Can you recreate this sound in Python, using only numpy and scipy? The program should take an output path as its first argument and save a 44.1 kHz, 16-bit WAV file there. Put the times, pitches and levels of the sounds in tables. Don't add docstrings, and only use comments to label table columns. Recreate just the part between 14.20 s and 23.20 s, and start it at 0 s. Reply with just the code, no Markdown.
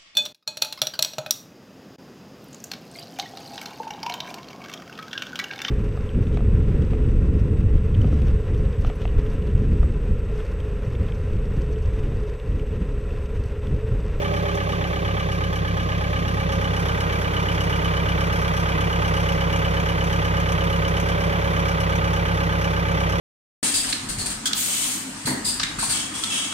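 import sys
import numpy as np
from scipy import signal
from scipy.fft import rfft, irfft
from scipy.io import wavfile

SR = 44100
rng = np.random.default_rng(int(sys.argv[2]) if len(sys.argv) > 2 else 0)


def materialize(psi):
    bounded = np.clip(np.atleast_2d(psi).T, -1, 1)
    quanta = np.round(bounded * 32767).astype(np.int16)
    wavfile.write(sys.argv[1], SR, quanta)


N = 396900
T = np.arange(N) / SR
HZ = np.fft.rfftfreq(N, 1 / SR)


def amp(db):
    return 10 ** (np.asarray(db) / 20)


def unit_rms(x):
    return x / np.sqrt(np.mean(abs(x) ** 2) + 1e-20)


def fader(points):
    return amp(np.interp(T, *np.transpose(points)))


def over_hz(points):
    hz, value = np.transpose(points)
    return np.interp(np.log(HZ + 1), np.log(hz + 1), value)


def colour(x, eq):
    low_cut = HZ ** 2 / (HZ ** 2 + (eq[0][0] / 2) ** 2)
    return unit_rms(irfft(rfft(x) * amp(over_hz(eq)) * low_cut, N))


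def noise():
    return rng.standard_normal((2, N))


def wander(rate_hz):
    return unit_rms(irfft(rfft(rng.standard_normal(N)) / (1 + (HZ / rate_hz) ** 4), N))


def add(mix, start_s, sound):
    part = mix[max(round(start_s * SR), 0):][:len(sound)]
    part += sound[:len(part)]


# cycle_harmonic, level_db, drone_share
EXHAUST_TONES = [(4, -41, 0.075), (8, -27.5, 0.35), (12, -29, 0.03), (13, -57, 0.24), (16, -42.5, 0.11),
                 (17, -40, 0.018), (18, -42.5, 0), (19, -39.5, 0.27), (20, -29.5, 1), (21, -35, 0.079),
                 (22, -44.5, 0.22), (24, -47, 0)]
# time_s, gain_db
DRONE_SWELL = [(0, -4), (1, -5.5), (2.2, -4.5), (2.55, -3), (2.9, -8), (3.7, -1), (7, 0.5), (9, 0)]
# freq_hz, gain_db
RUMBLE_EQ = [(20, -34), (45, -3), (75, -1), (110, 3.5), (165, -0.5), (215, -3.5), (320, -13), (700, -63)]


def exhaust(cycle, gain, puff_at=0.0917, limp_at=0.89):
    puffs, drone = np.zeros(N), fader(DRONE_SWELL)
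    for harmonic, db, share in EXHAUST_TONES:
        on_firing = harmonic % 4 == 0
        turns = harmonic * (cycle - puff_at) if on_firing else harmonic * (cycle - limp_at) + 0.17
        puffs += amp(db) * drone ** share * np.cos(2 * np.pi * turns)
    puffs *= 1 + 0.02 * wander(28)
    rumble = amp(-35) * colour(noise()[0], RUMBLE_EQ)
    return np.sqrt(2) * gain * puffs + rumble


def hum(cycle, tones, dispersion=0.0137):
    out = np.zeros(N)
    for harmonic, db in tones:
        k = round(harmonic)
        out += amp(db) * np.cos(2 * np.pi * (k * cycle + dispersion * k ** 2))
    return np.sqrt(2) * out


# cycle_harmonic, slack_db, loaded_db
BLOCK_TONES = [(36, -45, -45), (38, -50, -48), (49, -48, -46), (50, -48, -53), (52, -42, -37.5),
               (56, -41, -36.5), (58, -43.5, -41.5), (60, -48, -47), (62, -43, -45), (64, -44, -41.5),
               (65, -43, -51), (67, -42.5, -42), (69, -53, -44), (71, -46, -45.5), (74, -47.5, -45),
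               (104, -55, -44), (151, -52, -45)]


def block_hum(cycle, load):
    return hum(cycle, [(k, slack + (loaded - slack) * load) for k, slack, loaded in BLOCK_TONES])


# cycle_harmonic, level_db
PANEL_TONES = [(50, -53), (68, -35), (70, -39), (99, -41)]


def panel_hum(cycle, sag_rpm, full_rpm=14):
    return np.clip(-sag_rpm / full_rpm, 0, 1) ** 2 * hum(cycle, PANEL_TONES)


# [(time_s, level_db)]
WHINE_VOICES = [(48, .2, [(0, -32), (.85, -34), (1.25, -43), (2.3, -44), (2.65, -41), (3.8, -42),
                (4.3, -46), (6.1, -45), (6.9, -37), (7.6, -46)]), (66, 0.14, [(0, -37), (1.15, -36.5),
                (1.5, -43), (2.15, -40), (2.35, -32), (2.7, -45), (3.4, -43), (3.95, -35), (4.6, -40),
                (5.1, -31.5), (6, -35.5), (6.7, -31.5), (7.3, -31.5), (8, -33.5)]), (128, .15, [(0, -48),
                (1, -47), (1.3, -41), (2.2, -41), (2.5, -50), (4, -56)]), (148, .3, [(0, -40), (2.2, -38),
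                (2.8, -35), (6.7, -36), (7.05, -41), (7.5, -36)])]


def whines(cycle, flutter_hz=7):
    out = np.zeros(N)
    for harmonic, depth, swell in WHINE_VOICES:
        flutter = unit_rms(1 + depth * (wander(flutter_hz) + 1j * wander(flutter_hz)))
        out += np.sqrt(2) * fader(swell) * (flutter * np.exp(2j * np.pi * harmonic * cycle)).real
    return out


# freq_hz, power_share
RATTLE_REPEAT = [(200, .65), (560, .5), (800, .65), (1100, .6), (1600, .6), (2400, .45), (3100, .4),
                 (5000, .25)]


def rattle(cycle, size=16384, harmonics=700, drift_cycles=0.00089):
    strikes, shift = np.zeros((2, N)), drift_cycles * wander(0.6)
    for angle in (cycle + shift, cycle - shift):
        pattern = irfft(np.exp(2j * np.pi * rng.random((2, harmonics))), size)
        strikes += pattern[:, (angle * size).astype(int) % size]
    strikes = unit_rms(strikes) * np.sqrt(2 * harmonics * np.mean(np.diff(cycle)))
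    share = np.clip(over_hz(RATTLE_REPEAT), 0, 1)
    return irfft(rfft(strikes) * np.sqrt(share) + rfft(noise()) * np.sqrt(1 - share), N)


# freq_hz, gain_db
CLATTER_EQ = [(150, -25), (240, 0.5), (350, 1.5), (560, 1), (680, 0), (810, -3.5), (930, -16.5),
              (1220, 0.5), (1400, -30), (1620, -8), (2100, -9), (3200, -14), (4500, -34.5)]


def engine_clatter(cycle, gain):
    return gain * amp(-35) * colour(rattle(cycle), CLATTER_EQ)


# freq_hz, gain_db
DRIVELINE_EQ = [(250, -26), (470, 2), (660, 1.5), (920, 10.5), (1150, 1), (1400, 5.5), (1540, 1.5),
                (1800, -7), (2010, 2), (2200, -10), (2420, -3), (2700, -18), (5000, -33)]


def driveline(cycle, load):
    return amp(-48 + 17 * load) * colour(rattle(cycle), DRIVELINE_EQ)


# freq_hz, gain_db
HISS_EQ = [(1500, 0.5), (3500, 5), (4600, 5.5), (6000, -1.5), (6900, 4), (8000, -52), (10000, -8.5),
           (12500, -41), (15500, -30)]


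def air_hiss(gain):
    return gain * colour(noise(), HISS_EQ)


def blows(cycle, place, rise_s, decay_s, scatter_db):
    turns = cycle - place + 2
    age_s = (turns % 1) / (np.mean(np.diff(cycle)) * SR)
    strength = amp(scatter_db * np.tanh(rng.standard_normal(N // 1024)))[turns.astype(int)]
    return strength * (1 - np.exp(-age_s / rise_s)) * np.exp(-age_s / decay_s)


# freq_hz, gain_db
KNOCK_EQ = [(400, -2.5), (800, -5), (950, 0), (1200, 0), (1400, -6.5), (1620, -5.5), (2100, -6.5),
            (2300, -5), (2700, -11), (3330, -8.5), (3900, -18.5), (5000, -29), (9000, -70)]
# freq_hz, gain_db
INJECTOR_EQ = [(2500, -15), (4000, -16), (4900, 9.5), (6300, 8), (7000, -2.5), (8200, 0), (10000, -2),
               (12500, -7), (15500, -16)]
# place_cycles, injector_trim_db, level_db, backed_up_gain_db
FIRINGS = [(.09, -1.5, -29.5, 1), (.335, 2, -30, 1.5), (.595, -1.5, -32, 3.5), (.85, -2.5, -32.5, 3)]


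def knocks(cycle, load, backed):
    body = amp(1 + 0.5 * load) * colour(rattle(cycle), KNOCK_EQ)
    grit = noise() * amp(8 * np.tanh(wander(1200) / 2))
    fizz = amp(-12 + 3 * load) * colour(grit, INJECTOR_EQ)
    out = np.zeros((2, N))
    for place, injector_db, level_db, backed_db in FIRINGS:
        thud = body * blows(cycle, place, rise_s=0.0028, decay_s=0.016, scatter_db=2.5)
        tick = fizz * blows(cycle, place, rise_s=0.0047, decay_s=0.012, scatter_db=4.5)
        out += amp(level_db + backed_db * backed) * (thud + amp(injector_db) * tick)
    return out


def barn_echo(sound, delay_s=0.01, gain_db=-8):
    return amp(gain_db) * np.roll(sound, round(delay_s * SR), axis=-1)


# cylinder, delay_s, pitch_hz, swell_s, slack_db, loaded_db
CASTING_MODES = [(0, 0.0025, 840, 0.0026, -25.5, -30), (0, 0.0128, 831, 0.005, -28.5, -31),
                 (0, 0.0055, 1242, 0.0064, -27, -27), (0, 0.0022, 1526, 0.0043, -36, -28),
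                 (0, 0.0012, 1712, 0.0036, -27.5, -28), (0, 0.018, 1590, 0.0056, -32, -30),
                 (0, 0.0123, 1860, 0.0032, -27, -27), (0, 0.0049, 2307, 0.0018, -31, -29),
                 (0, 0.0055, 2960, 0.0038, -41, -35.5), (0, 0.0016, 3252, 0.0034, -36.5, -35.5),
                 (0, 0.0026, 3466, 0.0039, -37.5, -39.5), (1, 0.0108, 775, 0.0044, -29.5, -28.5),
                 (1, 0.0104, 1178, 0.0053, -26.5, -27.5), (1, 0.0039, 1708, 0.0041, -28.5, -27.5),
                 (1, 0.008, 1556, 0.0046, -36, -29), (1, 0.0214, 1584, 0.0041, -33, -29),
                 (1, 0.0086, 1850, 0.0062, -34, -33.5), (1, 0.0054, 2284, 0.0041, -33, -34),
                 (1, 0.0033, 2960, 0.002, -28.5, -25), (1, 0.0119, 2960, 0.0041, -34, -30.5),
                 (1, 0.0023, 3784, 0.004, -41, -43), (1, 0.003, 4054, 0.0041, -44.5, -42),
                 (1, 0.0278, 852, 0.0057, -35, -29.5), (2, 0.0039, 1008, 0.005, -35, -28),
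                 (2, 0.0015, 1458, 0.0053, -40, -31.5), (2, 0.0022, 1660, 0.0048, -36, -34),
                 (2, 0.0187, 1577, 0.0024, -30, -29.5), (2, 0.0094, 2075, 0.0039, -37.5, -33),
                 (2, 0.0037, 2366, 0.0031, -33, -29.5), (2, 0.0034, 2883, 0.0038, -42, -36),
                 (2, 0.0034, 3256, 0.0036, -44, -36.5), (2, 0.00086, 3790, 0.0035, -46, -46),
                 (3, 0.0111, 789, 0.0053, -26, -26), (3, 0.0058, 1126, 0.0054, -31, -33),
                 (3, 0.0069, 1603, 0.0024, -32, -29), (3, 0.0035, 1930, 0.0039, -35, -30),
                 (3, 0.0037, 2290, 0.0035, -35, -34), (3, 0.0065, 2942, 0.0041, -46, -34),
                 (3, 0.0018, 3586, 0.0035, -41, -42)]
# time_s, gain_db
CLACK_RIDE = [(0, 0), (1.2, -0.5), (1.4, -2.5), (2.0, 0.5), (2.2, -4), (2.45, 0), (3.0, -3), (3.17, 5),
              (3.9, 3), (4.2, -4.5), (4.6, 0), (5.3, 2), (6, -1.5), (6.7, 1), (6.95, -3.5), (7.3, -4.5),
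              (7.5, -1), (9, -2)]


def casting_ring(cycle, load, drift_hz=0.251, drift_s=0.00012, slip_s=0.00007, detune=0.012):
    out, t, clack = np.zeros((2, N)), np.arange(SR // 20) / SR, fader(CLACK_RIDE)
    for cylinder, (place, *_) in enumerate(FIRINGS):
        modes = np.array([row for row in CASTING_MODES if row[0] == cylinder])
        _, delay_s, hz, swell_s, slack_db, loaded_db = modes.T[:, :, None]
        is_clack = (hz > 2800) & (hz < 3150)
        rate_hz = drift_hz * (0.5 + rng.random((2, *hz.shape)))
        drift_phase = rng.random((2, *hz.shape))
        polarity = rng.choice([-1, 1], hz.shape)
        for at in np.searchsorted(cycle, np.arange(place, cycle[-1])):
            time_drift, level_drift = np.sin(2 * np.pi * (rate_hz * T[at] + drift_phase))
            onset_s = delay_s + drift_s * time_drift + slip_s * rng.standard_normal()
            age_s = np.maximum(t - onset_s, 0)
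            db = slack_db + (loaded_db - slack_db) * load[at] - 1.5
            db += 1.3 * (level_drift + rng.standard_normal(hz.shape))
            envelope = amp(db) * clack[at] ** is_clack * age_s / swell_s * np.exp(1 - age_s / swell_s)
            pitch_hz = hz * (1 + detune * is_clack * rng.standard_normal(hz.shape))
            phase = 2 * np.pi * pitch_hz * age_s
            add(out[0], T[at], (envelope * np.sin(phase)).sum(0))
            add(out[1], T[at], (envelope * polarity * np.cos(phase)).sum(0))
    return out


# start_s, level_db
CLINK_HITS = [(0.3511, -31), (2.809, -40), (2.9297, -33), (3.4062, -36), (4.6089, -32), (5.3612, -28),
              (5.5992, -32), (5.8406, -30), (5.9599, -34), (6.2003, -29), (6.32, -26.5), (6.561, -34),
              (6.6812, -33), (6.8004, -27), (7.7558, -29), (7.9339, -29), (8.7136, -32), (8.895, -32)]


def clinks(trim_db=-8.5, decay_s=0.012):
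    envelope = np.zeros(N)
    for start_s, db in CLINK_HITS:
        envelope += amp(db + trim_db) * (T >= start_s) * np.exp(-abs(T - start_s) / decay_s)
    steel_eq = [(2500, -58), (6200, 16.5), (8000, 2), (11000, 0.5), (15500, -16)]
    return envelope * colour(noise(), steel_eq)


# cycle_harmonic, peak_s, half_width_s, level_db
GROAN_SWELLS = [(22, 2.53, 0.48, -42), (24, 2.26, .3, -44), (30, 2.05, .15, -43), (32, 2.49, 0.34, -40),
                (50, 2.7, .25, -50), (68.2, 2.33, 0.09, -36), (71, 1.9, 0.093, -40)]


def pump_groan(cycle):
    return sum(np.exp(-((T - peak_s) / half_width_s) ** 2) * hum(cycle, [(harmonic, db)])
               for harmonic, peak_s, half_width_s, db in GROAN_SWELLS)


# freq_hz, correlation
STEREO_LIKENESS = [(100, .98), (300, .84), (1000, .72), (4000, .68), (12000, .8)]
# freq_hz, left_minus_right_db
STEREO_BALANCE = [(100, 0), (200, -1), (400, -6), (650, -2), (1000, -5), (2000, -0.4), (4000, 0.3),
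                  (12000, 0.5)]
# freq_hz, left_lead_rad
STEREO_PHASE = [(30, -.2), (80, -.36), (170, -.6), (400, -1.25), (800, -2.2), (1600, -3), (3200, -6.3),
                (5600, -10.6), (6300, -14.6), (8200, -15.6), (10800, -12.6), (13700, -12.4), (15800, -10)]


def stereo_image(direct, scattered):
    likeness = np.clip(over_hz(STEREO_LIKENESS), 0, 1)
    right = direct + scattered[0]
    left = rfft(direct) + likeness * rfft(scattered[0]) + np.sqrt(1 - likeness ** 2) * rfft(scattered[1])
    lag = np.exp(1j * np.interp(HZ, *np.transpose(STEREO_PHASE)))
    return np.array([irfft(left * lag * amp(over_hz(STEREO_BALANCE)), N), right])


# time_s, speed_rpm
ENGINE_SPEED = [(0, 1019.1), (.4, 1010.7), (.85, 1007.2), (1.3, 997.4), (2.05, 997.6), (2.3, 988),
                (2.6, 994.2), (2.9, 998.3), (3.4, 997), (4, 1000.2), (4.6, 997.7), (5.2, 1000.5),
                (6.6, 998.7), (7.05, 1012.3), (7.25, 1008), (7.5, 1000.9), (8.2, 999.7), (9, 1000.5)]


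def scene(idle_rpm=1000, reverse_s=1.5, reverse_length_s=2.6, engage_s=1.89, engage_length_s=0.74):
    rpm = np.interp(T, *np.transpose(ENGINE_SPEED))
    sag_rpm = idle_rpm - rpm
    cycle = np.cumsum(rpm) / (2 * 60 * SR) - 0.0426
    cycle += 0.00015 * wander(9.5)
    load = np.clip((T - engage_s) / engage_length_s, 0, 1)
    reversing = np.clip((T - reverse_s) / reverse_length_s, 0, 1)
    backed = np.sin(np.pi * reversing / 2)

    direct = exhaust(cycle, gain=amp(0.075 + 0.068 * sag_rpm + 0.078 * backed))
    direct += block_hum(cycle, load) + panel_hum(cycle, sag_rpm) + whines(cycle) + pump_groan(cycle)
    scattered = engine_clatter(cycle, gain=amp(0.26 - 0.12 * sag_rpm + 2.6 * backed))
    scattered += driveline(cycle, load)
    scattered += air_hiss(gain=amp(-46.5 + 0.019 * sag_rpm + 2 * backed))
    scattered += casting_ring(cycle, load)
    knock = knocks(cycle, load, backed)
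    scattered += knock + barn_echo(knock) + clinks()
    return stereo_image(direct, scattered)


def record(dry, cutoff_hz=15600):
    low_pass = signal.firwin(511, cutoff_hz, window=("kaiser", 9), fs=SR)
    return signal.oaconvolve(dry, low_pass[None], "same")


dry = scene()
out = record(dry)
materialize(out)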